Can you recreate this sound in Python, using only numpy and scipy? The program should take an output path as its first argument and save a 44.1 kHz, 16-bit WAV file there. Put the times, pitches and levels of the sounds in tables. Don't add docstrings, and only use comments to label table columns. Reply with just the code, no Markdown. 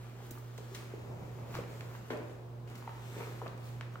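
import sys
import numpy as np
from scipy import signal
from scipy.fft import rfft, irfft, next_fast_len
from scipy.io import wavfile
from scipy.ndimage import map_coordinates

SR = 44100
rng = np.random.default_rng(int(sys.argv[2]) if len(sys.argv) > 2 else 0)


def persist_wave(psi):
    counts = np.round(np.clip(psi, -1, 1) * 32767).astype(np.int16)
    wavfile.write(sys.argv[1], SR, np.atleast_2d(counts).T)


N = 176400


def amp(db):
    return 10 ** (np.asarray(db) / 20)


def unit(x):
    return x / np.sqrt(np.mean(x ** 2) + 1e-20)


def along(points, hz):
    f, v = np.transpose(points)
    return np.interp(np.log(hz + 1), np.log(f + 1), v)


def level(rows):
    s, db = np.transpose(rows)
    return amp(np.interp(np.arange(N) / SR, s, db))


def wobble(rate):
    knots = rng.standard_normal(int(N * rate / SR) + 4)
    return map_coordinates(knots, [np.arange(N) * rate / SR])


def filtered(x, response):
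    n = x.shape[-1]
    padded = next_fast_len(n + 8192)
    return irfft(rfft(x, padded) * response(np.fft.rfftfreq(padded, 1 / SR)), padded)[..., :n]


def spread(pair):
    # f/Hz, correlation/0-1
    likeness = [(60, 1), (150, 1), (300, 0.59), (550, 0.43), (1200, 0), (10000, 0.1)]
    turn = lambda hz: np.arccos(np.clip(along(likeness, hz), -1, 1)) / 2
    mid, side = filtered(pair, lambda hz: np.array([np.cos(turn(hz)), np.sin(turn(hz))]))
    return np.array([mid + side, mid - side])


def colour(x, spectrum):
    return unit(filtered(x, lambda hz: amp(along(spectrum, hz))))


def rush(spectrum):
    return colour(spread(rng.standard_normal((2, N))), spectrum)


def grains(rate, scatter_db):
    slips = (rng.random(N) < rate / SR) * rng.standard_normal(N)
    return unit(slips * amp(scatter_db * np.clip(rng.standard_normal(N), -2, 2)))


def knock(modes, crack_hz, crack_db=-8, crack_t60=.018, attack_s=.0007):
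    t = np.arange(SR // 8) / SR
    ring = 0
    for k, (hz, db, t60) in enumerate(modes):
        decay = amp(db + rng.normal(0, 1) - 60 * t / t60)
        ring += (-1) ** k * decay * np.sin(2 * np.pi * hz * rng.normal(1, .025) * t)
    band = lambda hz: hz / (hz + 400) / (1 + (hz / crack_hz) ** 3)
    crack = unit(filtered(rng.standard_normal(len(t)), band)) * amp(crack_db - 60 * t / crack_t60)
    return (ring + crack) * (1 - np.exp(-t / attack_s))


def swing(centre_hz, q):
    def resonance(hz):
        damping = 1j * hz * centre_hz / q
        return (damping / (centre_hz ** 2 - hz ** 2 + damping)) ** 2
    pulse = filtered(signal.unit_impulse(SR // 8, 40), resonance)
    return pulse / np.abs(pulse).max()


def in_room(x, wet_db, wall_delay_s=.0015, build_s=.0027, near_db=-6.5, near_t60=.022):
    # f/Hz, t60/s
    room_decay = [(120, 0.39), (500, 1), (2000, 0.67), (6000, 0.58), (14000, 0.49)]
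    hz, t, bands = signal.stft(rng.standard_normal((2, 24000)), SR, nperseg=256)
    tail = signal.istft(bands * amp(-60 * t / along(room_decay, hz)[:, None]), SR, nperseg=256)[1]
    t = np.arange(tail.shape[1]) / SR
    tail *= 1 - np.exp(-np.maximum(t - wall_delay_s, 0) / build_s)
    tail *= amp(wet_db) / np.linalg.norm(tail[0])
    near = rng.standard_normal(tail.shape) * amp(-60 * t / near_t60)
    near *= amp(near_db) / np.linalg.norm(near[0])
    answer = spread(tail + near)
    right_lag_s = rng.uniform(.00002, .00022)
    answer[0, 0] += 1
    answer[1, round(right_lag_s * SR)] += 1
    return signal.fftconvolve(x[None], answer, axes=1)[:, :N]


def add(out, s, x):
    i = max(round(s * SR), 0)
    out[:, i:i + x.shape[1]] += x[:, :N - i]


def moving_in_room(x, wet_db, count=14):
    out, hop = np.zeros((2, N)), N // count
    for k in range(count + 1):
        i = np.arange(max(k - 1, 0) * hop, min((k + 1) * hop, N))
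        crossfade = np.cos(np.pi / 2 * (i / hop - k))
        add(out, i[0] / SR, in_room(x[i] * crossfade, wet_db))
    return out


def ventilation(air_db=-55.5):
    # f/Hz, level/dB
    air = [(20, -57), (35, -12), (56, 4), (72, -3.5), (105, -4), (170, -1.5), (290, -6.5), (410, -3.5),
           (650, -6.5), (1000, -8.5), (2000, -21.5), (4000, -26.5), (7000, -32), (11000, -38),
           (15000, -31.5)]
    # f/Hz, level/dB, left over right/dB
    hum = [(119.8, -47.5, -3), (237.8, -65, 2.5), (358, -65.5, 7.5)]
    t = np.arange(N) / SR
    out = amp(air_db) * rush(air)
    for k, (hz, db, pan_db) in enumerate(hum):
        drift = .14 * (k + 1) ** 2 * wobble(4.8)
        waver = amp(.5 * (k + 2.5) * wobble(6.18))
        tone = np.sqrt(2) * np.sin(2 * np.pi * hz * t + drift) * waver
        out += tone * amp([[db + pan_db / 2], [db - pan_db / 2]])
    return out


def sliding(gain_db=-2.5):
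    # t/s, level/dB
    strokes = [(0, -63.5), (.14, -69.5), (.25, -60.5), (.38, -74), (.45, -68), (.62, -63.5), (.69, -65.5),
               (.75, -55.5), (.83, -63.5), (.92, -67), (1.25, -66.5), (1.45, -65.5), (1.53, -57.5),
               (1.57, -56), (1.63, -77), (1.7, -58), (1.8, -62), (1.87, -65), (1.96, -59), (2.0, -70),
               (2.09, -63), (2.12, -59), (2.17, -71), (2.22, -73), (2.31, -64.5), (2.37, -85), (2.45, -81),
               (2.52, -98), (2.65, -81), (2.68, -65), (2.95, -64), (3.17, -55), (3.27, -58), (3.4, -62.5),
               (3.56, -73.5), (3.66, -60.5), (3.72, -63), (3.78, -71), (3.9, -76), (3.94, -61), (4, -122.5)]
    # f/Hz, level/dB
    cloth = [(100, -23), (300, -50), (1200, 10.5), (2300, 4), (3200, 3.5), (5300, -1.5), (7100, 0),
             (9000, -5.5), (11000, -9), (13000, -3.5), (15500, -6)]
    rub = colour(grains(rate=6300, scatter_db=2), cloth) * level(strokes)
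    return amp(gain_db) * moving_in_room(rub, wet_db=2)


def crumpling(gain_db=-6):
    # t/s, level/dB
    handling = [(0, -55.5), (.15, -63), (.22, -73), (.37, -53), (.46, -74), (.7, -61), (.8, -52.5),
                (1.05, -59.5), (1.17, -57.5), (1.5, -58.5), (1.56, -51.5), (1.64, -53.5), (1.95, -60),
                (2.09, -67), (2.12, -43.5), (2.18, -49), (2.3, -60), (2.42, -69), (2.55, -89), (2.65, -79),
                (2.7, -53.5), (2.92, -59), (3.12, -54.5), (3.19, -41), (3.33, -59), (3.43, -54),
                (3.465, -49), (3.51, -59), (3.6, -57.5), (3.85, -63), (4, -61)]
    # f/Hz, level/dB
    leather = [(30, -21), (100, -13), (250, 4), (420, 6.5), (650, -3.5), (1000, -2), (1600, -7),
               (2400, -5.5), (3500, -23.5), (8000, -34)]
    slips = colour(grains(rate=1000, scatter_db=2.5), leather) * level(handling)
    flicker = amp(-.53 * wobble(35))
    return amp(gain_db) * moving_in_room(slips * flicker, wet_db=0)


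def pops():
    # t/s, level/dB, f/Hz, t60/s
    buckles = [(.203, -41, 787, 0.017), (.225, -41, 425, 0.036), (.312, -31.5, 290, 0.016),
               (.352, -48, 1390, .02), (0.375, -42, 1170, 0.02), (.584, -34.5, 474, 0.025),
               (.603, -40, 424, 0.017), (.715, -44, 383, 0.078), (.936, -34.5, 417, 0.039),
               (.977, -38.5, 382, 0.045), (1.544, -35, 430, 0.013), (1.564, -33, 323, 0.033),
               (1.5875, -28, 435, 0.023), (1.808, -36, 1940, 0.0057), (1.95, -35, 1490, 0.014),
               (2.824, -37.5, 1095, 0.015), (2.8757, -27.5, 915, 0.019), (3.165, -37, 417, 0.039),
               (3.181, -35, 423, 0.02), (3.202, -34, 1290, 0.017), (3.207, -34.5, 466, 0.044),
               (3.227, -38, 915, 0.016), (3.4165, -32.5, 940, 0.025), (3.422, -31.5, 510, 0.019),
               (3.46, -33, 690, 0.018), (3.4665, -29.5, 1270, 0.013), (3.476, -36, 149, 0.034),
               (3.813, -34.5, 400, 0.017), (3.833, -45, 1760, 0.013), (3.9558, -34.5, 1414, 0.013)]
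    # ratio to its pitch, level/dB
    sheet = [(.5, -19), (0.782, -7.5), (1, -2), (1.38, -13.5), (2.1, -17.5)]
    out = np.zeros((2, N))
    for s, db, hz, t60 in buckles:
        modes = [(hz * ratio, mode_db, t60) for ratio, mode_db in sheet]
        add(out, s, amp(db) * in_room(knock(modes, crack_hz=1.08 * hz), wet_db=-2.5))
    return out


def scuffs(pivot_hz=6000, contacts=3, rise_s=.0013):
    # t/s, level/dB, t60/s, tilt/dB per octave
    bursts = [(.264, -49, 0.036, 11), (0.308, -36.5, 0.037, 7), (0.381, -53, 0.059, 5),
              (0.577, -44.5, 0.036, -1.5), (0.746, -41.5, 0.068, -1), (1.54, -41.5, .07, -12),
              (1.548, -48.5, 0.12, -1.5), (1.564, -46.5, 0.14, -11), (1.807, -50, 0.022, -4),
              (2.104, -45, 0.11, -8), (2.172, -45, .015, -2), (2.329, -59, .02, 3),
              (2.674, -54.5, 0.08, -6), (2.698, -54, 0.03, -1), (2.753, -45, 0.031, -0.5),
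              (2.777, -53.5, 0.094, 5), (2.892, -36.5, 0.013, -14), (3.479, -45, 0.011, 5),
              (3.576, -49, 0.016, 0), (3.811, -50, 0.0039, -8)]
    # f/Hz, level/dB
    scrape = [(300, -21), (1500, 5.5), (4000, 5), (7500, 1.5), (11000, -4), (15000, -0.5)]
    out, t = np.zeros((2, N)), np.arange(SR // 5) / SR
    for s, db, t60, tilt_db in bursts:
        tilted = lambda hz: amp(along(scrape, hz) + tilt_db * np.log2((hz + 500) / pivot_hz))
        hiss = unit(filtered(rng.standard_normal((contacts, len(t))), tilted))
        envelope = amp(db - 60 * t / t60) * (1 - np.exp(-t / rise_s))
        for contact in hiss * envelope / np.sqrt(contacts):
            add(out, s, in_room(contact, wet_db=-2))
    return out


def flapping(gain_db=-2):
    # t/s, level/dB
    swell = [(.85, -75), (1.02, -50.5), (1.12, -44), (1.24, -47), (1.36, -48.5), (1.5, -46.5), (1.6, -46.5),
             (1.7, -53), (1.9, -51), (2.08, -57)]
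    # f/Hz, level/dB
    cover = [(25, -35), (90, -6.5), (160, -3.5), (260, -16.5), (450, -12), (900, -18.5), (3000, -61)]
    shudder = 1.2 * wobble(22)
    return amp(gain_db + shudder) * level(swell) * rush(cover)


def snaps():
    # t/s, level/dB, centre f/Hz, sharpness Q
    flicks = [(1.553, -31.5, 1050, 0.82), (1.8087, -36, 2200, 0.61), (3.4795, -40, 3670, 2),
              (3.8106, -29, 1520, 0.76)]
    out = np.zeros((2, N))
    for s, db, hz, q in flicks:
        add(out, s - .001, amp(db) * in_room(swing(hz, q), wet_db=-3))
    return out


def footfall(sole_db=-2.5):
    # t/s, level/dB
    slaps = [(2.103, -30), (2.1219, -38), (2.145, -46.5), (2.156, -41.5), (2.22, -49), (2.295, -46)]
    # f/Hz, level/dB, t60/s
    toe_cap = [(171, -10, 0.06), (250, -3, 0.047), (346, -5, 0.04), (453, 1, 0.035), (590, -0.5, 0.047),
               (725, -6, 0.021), (980, -10.5, 0.034), (1490, -12, 0.02), (1800, 1, 0.0052)]
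    out = np.zeros((2, N))
    thud = amp(sole_db) * swing(centre_hz=372, q=.96)
    for s, db in slaps:
        clap = knock(toe_cap, crack_hz=2070)
        add(out, s, amp(db) * in_room(clap + thud, wet_db=-1))
    return out


def crinkling():
    # t/s, level/dB
    tugs = [(2.9, -90), (3.05, -72), (3.17, -80), (3.25, -68), (3.34, -72), (3.45, -81), (3.57, -78),
            (3.66, -60.5), (3.74, -75), (3.85, -90)]
    # f/Hz, level/dB
    plastic = [(1000, -30), (3500, 9), (6000, 1), (9500, -2), (13000, 1), (15500, 6)]
    ticks = colour(grains(rate=1400, scatter_db=3.5), plastic) * level(tugs)
    return moving_in_room(ticks, wet_db=-2)


def scene():
    textures = ventilation() + sliding() + crumpling() + crinkling() + flapping()
    return textures + pops() + snaps() + scuffs() + footfall()


def record(dry, top_hz=15930):
    # f/Hz, left over right/dB
    balance = [(60, 1.5), (130, 0), (250, -0.5), (500, 0), (1000, 0.5), (3000, 0.5), (8000, 1), (13000, -1)]
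    sides = np.array([[.5], [-.5]])
    return filtered(dry, lambda hz: amp(along(balance, hz) * sides) * (hz < top_hz))


dry = scene()
out = record(dry)
persist_wave(out)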